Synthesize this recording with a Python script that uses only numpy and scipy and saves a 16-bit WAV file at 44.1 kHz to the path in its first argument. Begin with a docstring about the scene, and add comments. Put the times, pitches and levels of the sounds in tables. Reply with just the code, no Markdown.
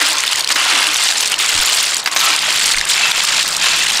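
"""Snails are pushed by hand, in six surges, out of a basin into a hot wok in a small kitchen.
From the start wet shells click as they slide, then clatter on the heap and the dully ringing, sizzling iron.
Steam puffs against the close microphone at 1.6 s. The heaviest knock lands just after 2 s.
The filling wok then rumbles louder, steam puffs again at 2.8 s, and shells keep falling to the end.
A fast limiter holds the peaks throughout."""
import sys
import numpy as np
from scipy import signal
from scipy.fft import rfft, irfft, next_fast_len
from scipy.io import wavfile
from scipy.ndimage import uniform_filter1d, minimum_filter1d

SR = 44100
rng = np.random.default_rng(int(sys.argv[2]) if len(sys.argv) > 2 else 0)


def output_pcm(signal):
    """Save a mono or channel-first signal as 16-bit PCM at the path in sys.argv[1].

    Samples are clipped to [-1, 1] before scaling.
    """
    pcm = np.clip(np.atleast_2d(signal).T, -1, 1) * 32767
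    wavfile.write(sys.argv[1], SR, np.round(pcm).astype(np.int16))


N = 176400

# Shell flow. Each row: time in seconds, then dropping, landing and sliding levels in relative dB.
POUR_LEVELS = [(0.0, -20, -17, -20), (0.1, -25.5, -16, -17), (0.135, -22, -24, -20.5),
               (0.18, -23, -18.5, -20.5), (0.26, -35.5, -20, -24), (0.37, -26, -16, -18.5),
               (0.41, -27, -23.5, -23), (0.465, -33.5, -22, -34.5), (0.52, -18.5, -16.5, -13),
               (0.548, -30, -24.5, -26.5), (0.57, -22.5, -15.5, -21), (0.8, -19.5, -13.5, -19),
               (0.93, -28, -18.5, -22.5), (1.08, -25.5, -16.5, -14.5), (1.14, -28.5, -19.5, -21),
               (1.22, -28, -16.5, -15), (1.29, -48.5, -23.5, -20.5), (1.325, -27, -15.5, -29.5),
               (1.37, -30.5, -30.5, -28), (1.4, -29.5, -15, -20), (1.58, -27, -16.5, -18),
               (1.8, -30.5, -18.5, -16), (1.875, -32.5, -20.5, -19.5), (1.95, -34.5, -19.5, -19.5),
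               (2.0, -35, -30.5, -23), (2.05, -41.5, -36, -32), (2.105, -32, -22.5, -39),
               (2.115, -37, -14.5, -19), (2.15, -32.5, -26, -24), (2.2, -23.5, -17.5, -17.5),
               (2.28, -22, -12.5, -19), (2.41, -30, -18, -24.5), (2.5, -28.5, -14.5, -21.5),
               (2.53, -25, -20, -19.5), (2.56, -33.5, -16, -19), (2.72, -25.5, -19.5, -16),
               (2.8, -54.5, -23, -23.5), (2.865, -28, -21.5, -32), (2.9, -31.5, -20, -13),
               (3.02, -26, -14, -24), (3.24, -27.5, -18.5, -20), (3.4, -34, -15, -19.5),
               (3.46, -27.5, -25.5, -19.5), (3.58, -27, -26, -21), (3.64, -30, -12.5, -20.5),
               (3.77, -32, -17, -19.5), (4.0, -30, -18.5, -19)]
# Hard single hits. Each row: start in seconds, level in relative dB, shell pitch in Hz.
HARD_HITS = [(0.1833, -6, 6460.0), (0.2051, -7, 5840.0), (0.2369, -6, 2560.0), (0.2776, -5, 3570.0),
             (0.3304, -1.5, 3060.0), (0.3583, -4, 6890.0), (0.4076, -4, 4410.0), (0.445, -2, 4010.0),
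             (0.4747, -6.5, 3360.0), (0.4907, -4, 5120.0), (0.5239, -2.5, 4910.0), (0.8687, -8, 2890.0),
             (0.9434, -9, 6200), (0.9592, -7, 3660), (0.9676, -6.6, 6120.0), (1.0375, -5, 8950),
             (1.071, -4, 3000), (1.0884, -4.5, 3690), (1.1113, -3, 3960.0), (1.123, -5, 3470.0),
             (1.181, -6, 5300), (1.2072, -5, 6200), (1.2585, -9.7, 5490.0), (1.2752, -7.0, 6240.0),
             (1.3185, -8.5, 2710.0), (1.3405, -5.5, 2930.0), (1.3895, -10, 7550), (1.4608, -6.0, 7110.0),
             (1.9448, -6.5, 4690.0), (1.9672, -7, 6760.0), (2.0598, -7, 4670.0), (2.1732, -6.0, 6370.0),
             (2.3624, -3, 8330.0), (2.3907, -5, 4910.0), (2.5053, -6, 2500.0), (2.658, -4, 5820),
             (2.7174, -6, 3720), (2.7445, -6, 2350), (2.7724, -10, 2100), (2.7839, -4.8, 4460.0),
             (2.8119, -12.5, 2100), (2.8525, -13, 8460), (2.8895, -8.2, 7280.0), (3.1174, -5, 3470.0),
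             (3.205, -6, 3210.0), (3.25, -3, 5150.0), (3.4283, -6, 3960.0), (3.5666, -6, 5250.0),
             (3.8673, -4, 2860.0), (3.9715, -6.5, 4410.0)]
# Blows on the wok; bumps of the basin. Each row: start in seconds, level in relative dB.
WOK_KNOCKS = [(.012, -11), (.502, -15), (.558, -14), (2.06, -16), (2.0742, -2), (2.162, -11)]
BASIN_BUMPS = [(.335, -38), (1.55, -34.5)]
# Shell resonances. Each row: multiple of the pitch, gain in dB.
SHELL_MODES = [(.58, -9), (1.0, 1), (1.45, -5), (2.1, -9.5)]
# Loaded wok; its bass; one clear shell. Each row: frequency in Hz, gain in dB, T60 in seconds.
WOK_MODES = [(446.5, -19, 0.73), (722, -7, 0.13), (1077, 10.5, 0.36), (1341, 5, 0.096), (2135, 11, 0.07),
             (2680, 12, 0.067), (7540, 0, 0.0062)]
WOK_BASS_MODES = [(241, 2, 0.14), (302.7, 2, 0.19)]
PING_MODES = [(4690, -1, .028)]
# Where the stream lands. Each row: centre and half length in seconds, rough mode in Hz, level in dB.
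LANDING_SPOTS = [(1.45, 0.82, 450, -44.5), (2.235, 0.2, 1325, -28.5), (3.08, 0.2, 2650, -25.5),
                 (3.733, 0.058, 1055, -31.5), (3.76, 0.14, 2650, -27.5), (3.3, .9, 7350, -30)]
# Rumble of the filling wok. Each row: time in seconds, level in dB.
RUMBLE_LEVELS = [(0, -58), (2.3, -51.5), (2.48, -42.5), (2.8, -45), (3.6, -43), (4, -42)]
# Steam puffs. Each row: centre in seconds, half length in seconds, level in dB.
STEAM_PUFFS = [(1.59, .04, -32), (2.78, .06, -33)]
# Spectra of the contacts and noises. Each row: frequency in Hz, gain in dB.
SLIDING_EQ = [(200, -18), (1500, -4.5), (4500, 1.5), (6100, -3), (7200, 1), (9000, -0.5), (11000, -12),
              (15000, -14)]
LANDING_EQ = [(100, -23), (400, -9), (1000, -6.5), (2000, -3.5), (3200, 2), (7000, 0.5), (11000, -3),
              (15000, -36)]
DROP_EQ = [(60, -40), (250, -14.5), (600, -5.5), (1100, 0.5), (2000, 4), (5000, -2.5), (15000, -20)]
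CLACK_EQ = [(200, -14), (1200, -3.5), (4000, 1), (8500, 4), (11000, -2), (15000, -14)]
TICK_EQ = [(500, -39), (7000, -3), (11000, -5.5), (15000, -5.5)]
BUMP_EQ = [(30, -18), (105, 9), (600, -56)]
SIZZLE_EQ = [(150, -16), (900, -1.5), (3000, -7), (8000, -15), (15000, -65)]
RUMBLE_EQ = [(25, 0), (65, -22), (140, 1), (230, -1.5), (1500, -32)]
PUFF_EQ = [(30, -1), (50, -10), (1000, -64)]

TIME_S = np.arange(N) / SR


def tumbling(bass_db=-43.5, damping_db_per_s=3.5, iron_db=-23):
    """Shells slide, land on the heap and drop on the iron, which rings; its bass fades as it fills."""
    drop_db, landing_db, sliding_db = in_time(POUR_LEVELS)
    sliding = rattle(sliding_db + 1, SLIDING_EQ, per_s=650, hz=5770, spread_oct=0.389, spread_db=4.5)
    landing = rattle(landing_db - 1.12, LANDING_EQ, per_s=1500, hz=2591, spread_oct=0.46, spread_db=4)
    drops = rattle(drop_db - 2, DROP_EQ, per_s=450, hz=1086, spread_oct=0.45, spread_db=3)
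    on_iron = landing + drops
    bass = from_db(bass_db - damping_db_per_s * TIME_S) * unit_rms(ring(drops, WOK_BASS_MODES))
    iron = from_db(iron_db) * on_iron.std() * unit_rms(ring(on_iron, WOK_MODES))
    return sliding + ticks(sliding_db) + on_iron + bass + iron + wok_singing(on_iron)


def rattle(level_db, eq, per_s, hz, spread_oct, spread_db, smooth_s=0.047, candidates=10000):
    """Random contacts of mixed-size shells; stronger flow is denser and louder."""
    when, lottery = rng.random((candidates, 2)).T
    scatter = rng.standard_normal((candidates, 13))
    flow = from_db(level_db - level_db.mean())[(when * N).astype(int)]
    hit = lottery < flow * per_s * N / SR / candidates
    when, scatter = when[hit], scatter[hit]
    hit_db = spread_db * np.minimum(scatter[:, 0], 2)
    pitch_hz = hz * 2 ** (spread_oct * scatter[:, 1])
    contacts = shell_contacts(when * N / SR, hit_db, pitch_hz, scatter[:, 2:], t60_cycles=24.3)
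    contacts = unit_rms(coloured(contacts, eq))
    width = int(smooth_s * SR) + 1
    local_power = uniform_filter1d(uniform_filter1d(contacts ** 2, width), width)
    return from_db(level_db) * contacts / np.sqrt(local_power + 0.022)


def shell_contacts(start_s, db, hz, scatter, t60_cycles, crack_db=-8.5, rebound_s=0.0009, samples=640):
    """Each shell cracks, rings and rebounds twice; scatter varies its shape, hardness and bounce."""
    age_s = np.arange(samples) / SR
    rings = 0
    for k, (multiple, mode_db) in enumerate(SHELL_MODES):
        detune = np.exp(0.28 * np.log(multiple) * scatter[:, 2 * k])
        mode_hz = np.minimum(hz * multiple * detune, SR / 2)
        shape_db = 3.96 * (multiple != 1) * scatter[:, 2 * k + 1]
        gain = from_db(db + mode_db + shape_db) * (-1) ** k
        cycles = mode_hz[:, None] * age_s
        fade = np.exp(np.maximum(-np.log(1000) * cycles / t60_cycles, -20))
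        rings = rings + gain[:, None] * fade * np.sin(2 * np.pi * cycles)
    hardness_db = 3.5 * scatter[:, -1]
    out = bursts(start_s, db + crack_db + hardness_db, decay_s=0.003)
    for bounce in range(3):
        index = np.maximum(start_s * SR, 0).astype(int)[:, None] + np.arange(samples)
        out = out + from_db(-bounce ** 2) * np.bincount(index.ravel(), rings.ravel(), N)[:N]
        start_s = start_s + rebound_s * np.exp(0.5 * scatter[:, -2 - bounce])
    return out


def clacks(ping_s=2.06):
    """Single shells strike hard above the rattle; one rings clear."""
    start_s, db, hz = np.transpose(HARD_HITS)
    scatter = rng.standard_normal((len(start_s), 11))
    strikes = shell_contacts(start_s, db + 4, hz, scatter, t60_cycles=19)
    ping = ring(impulses(np.array([ping_s]), np.ones(1)), PING_MODES)
    return coloured(strikes, CLACK_EQ) + ping


def ticks(sliding_db, per_s=70, hz=9820, spread_oct=0.295, candidates=1200):
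    """Thin shell lips tick against each other as they slide."""
    when, lottery = rng.random((candidates, 2)).T
    scatter = rng.standard_normal((candidates, 13))
    hit = lottery < per_s * N / SR / candidates
    when, scatter = when[hit], scatter[hit]
    db = sliding_db[(when * N).astype(int)] + 2 + 5 * np.minimum(scatter[:, 0], 2)
    pitch_hz = hz * 2 ** (spread_oct * scatter[:, 1])
    lips = shell_contacts(when * N / SR, db, pitch_hz, scatter[:, 2:], t60_cycles=75, crack_db=-19)
    return coloured(lips, TICK_EQ)


def knocks(crunch_db=13, ring_db=-27.5):
    """Heavy blows crunch dully and ring the wok."""
    start_s, db = np.transpose(WOK_KNOCKS)
    crunch = coloured(bursts(start_s, db + crunch_db, decay_s=0.009), DROP_EQ)
    return crunch + ring(impulses(start_s, from_db(db + ring_db)), WOK_MODES + WOK_BASS_MODES)


def wok_singing(on_iron):
    """Each spot the stream lands on brings out one wok mode."""
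    out = 0
    for centre_s, half_s, hz, db in LANDING_SPOTS:
        nearest = min(WOK_MODES, key=lambda mode: abs(mode[0] - hz))
        out = out + swell(centre_s, half_s, db) * unit_rms(ring(on_iron, [nearest]))
    return out


def basin_bumps(decay_s=0.03):
    """The shaken basin thuds softly."""
    start_s, db = np.transpose(BASIN_BUMPS)
    return decay(impulses(start_s, from_db(db)), decay_s) * noise(BUMP_EQ)


def steam(sizzle_db=-30):
    """Steady sizzle, a rumble that grows as the wok fills, and puffs on the microphone."""
    rumble_db, = in_time(RUMBLE_LEVELS)
    puff_gain = sum(swell(*puff) for puff in STEAM_PUFFS)
    sizzle = from_db(sizzle_db) * noise(SIZZLE_EQ)
    return sizzle + from_db(rumble_db) * noise(RUMBLE_EQ) + puff_gain * noise(PUFF_EQ)


def kitchen(x, t60_s=0.2, level_db=-20, delay_s=0.004):
    """Tiled walls return a short diffuse tail."""
    age_s = np.arange(SR // 2) / SR
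    tail = rng.standard_normal(len(age_s)) * from_db(-60 * age_s / t60_s) * (age_s > delay_s)
    return from_db(level_db) * signal.fftconvolve(x, tail / np.linalg.norm(tail))[:N]


def ring(drive, modes):
    """One two-pole resonator per mode, signs alternating."""
    out = 0
    for k, (hz, db, t60_s) in enumerate(modes):
        radius, angle_rad = from_db(-60 / (t60_s * SR)), 2 * np.pi * hz / SR
        feedback = [1, -2 * radius * np.cos(angle_rad), radius ** 2]
        out = out + (-1) ** k * from_db(db) * signal.lfilter([0, np.sin(angle_rad)], feedback, drive)
    return out


def coloured(x, eq):
    """Minimum-phase filter from rows of Hz and dB."""
    size = next_fast_len(N + SR // 2)
    hz, db = np.transpose(eq)
    bin_hz = np.arange(size // 2 + 1) * SR / size
    gain_db = np.interp(np.log(bin_hz + 1), np.log(hz), db)
    cepstrum = irfft(np.log(from_db(gain_db)), size)
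    cepstrum[1:size // 2] *= 2
    cepstrum[size // 2 + 1:] = 0
    return irfft(rfft(x, size) * np.exp(rfft(cepstrum)), size)[:N]


def noise(eq):
    """Coloured noise of unit power."""
    return unit_rms(coloured(rng.standard_normal(N), eq))


def bursts(start_s, db, decay_s):
    """A dying noise burst at each start."""
    energy = decay(impulses(start_s, from_db(db) ** 2), decay_s / 2)
    return np.sqrt(energy) * rng.standard_normal(N)


def decay(x, decay_s):
    """Exponential tail on each impulse."""
    return signal.lfilter([1], [1, -np.exp(-1 / (decay_s * SR))], x)


def impulses(start_s, heights):
    """Click train."""
    return np.bincount(np.maximum(start_s * SR, 0).astype(int), heights, N)[:N] + 1e-18


def swell(centre_s, half_s, db):
    """Bell-shaped gain curve."""
    return from_db(db) * np.exp(-((TIME_S - centre_s) / half_s) ** 2)


def in_time(rows):
    """Level columns interpolated to every sample."""
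    times_s, *columns = np.transpose(rows)
    return [np.interp(TIME_S, times_s, column) for column in columns]


def unit_rms(x):
    """Scale to unit power."""
    return x / np.sqrt(np.mean(x ** 2) + 1e-20)


def from_db(db):
    """Decibels to gain."""
    return 10 ** (np.asarray(db) / 20)


def scene():
    """Impacts with their room tail, plus steam; mono."""
    hits = tumbling() + clacks() + knocks() + basin_bumps()
    return (hits + kitchen(hits) + steam())[None]


def record(dry):
    """Fast peak limiter, then a steep low-pass."""
    limit_db, attack_s, release_db_per_s, stopband_hz = -1, 0.00092, 287, 16200
    over_db = np.maximum(20 * np.log10(np.abs(dry[0]) + 1e-9) - limit_db, 0)
    release_db = release_db_per_s * TIME_S
    duck_db = release_db - np.maximum.accumulate(over_db + release_db)
    width = int(attack_s * SR) + 1
    limited = dry * from_db(uniform_filter1d(minimum_filter1d(duck_db, width), width))
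    return signal.sosfilt(signal.cheby2(20, 80, stopband_hz, fs=SR, output="sos"), limited)


dry = scene()
out = record(dry)
output_pcm(out)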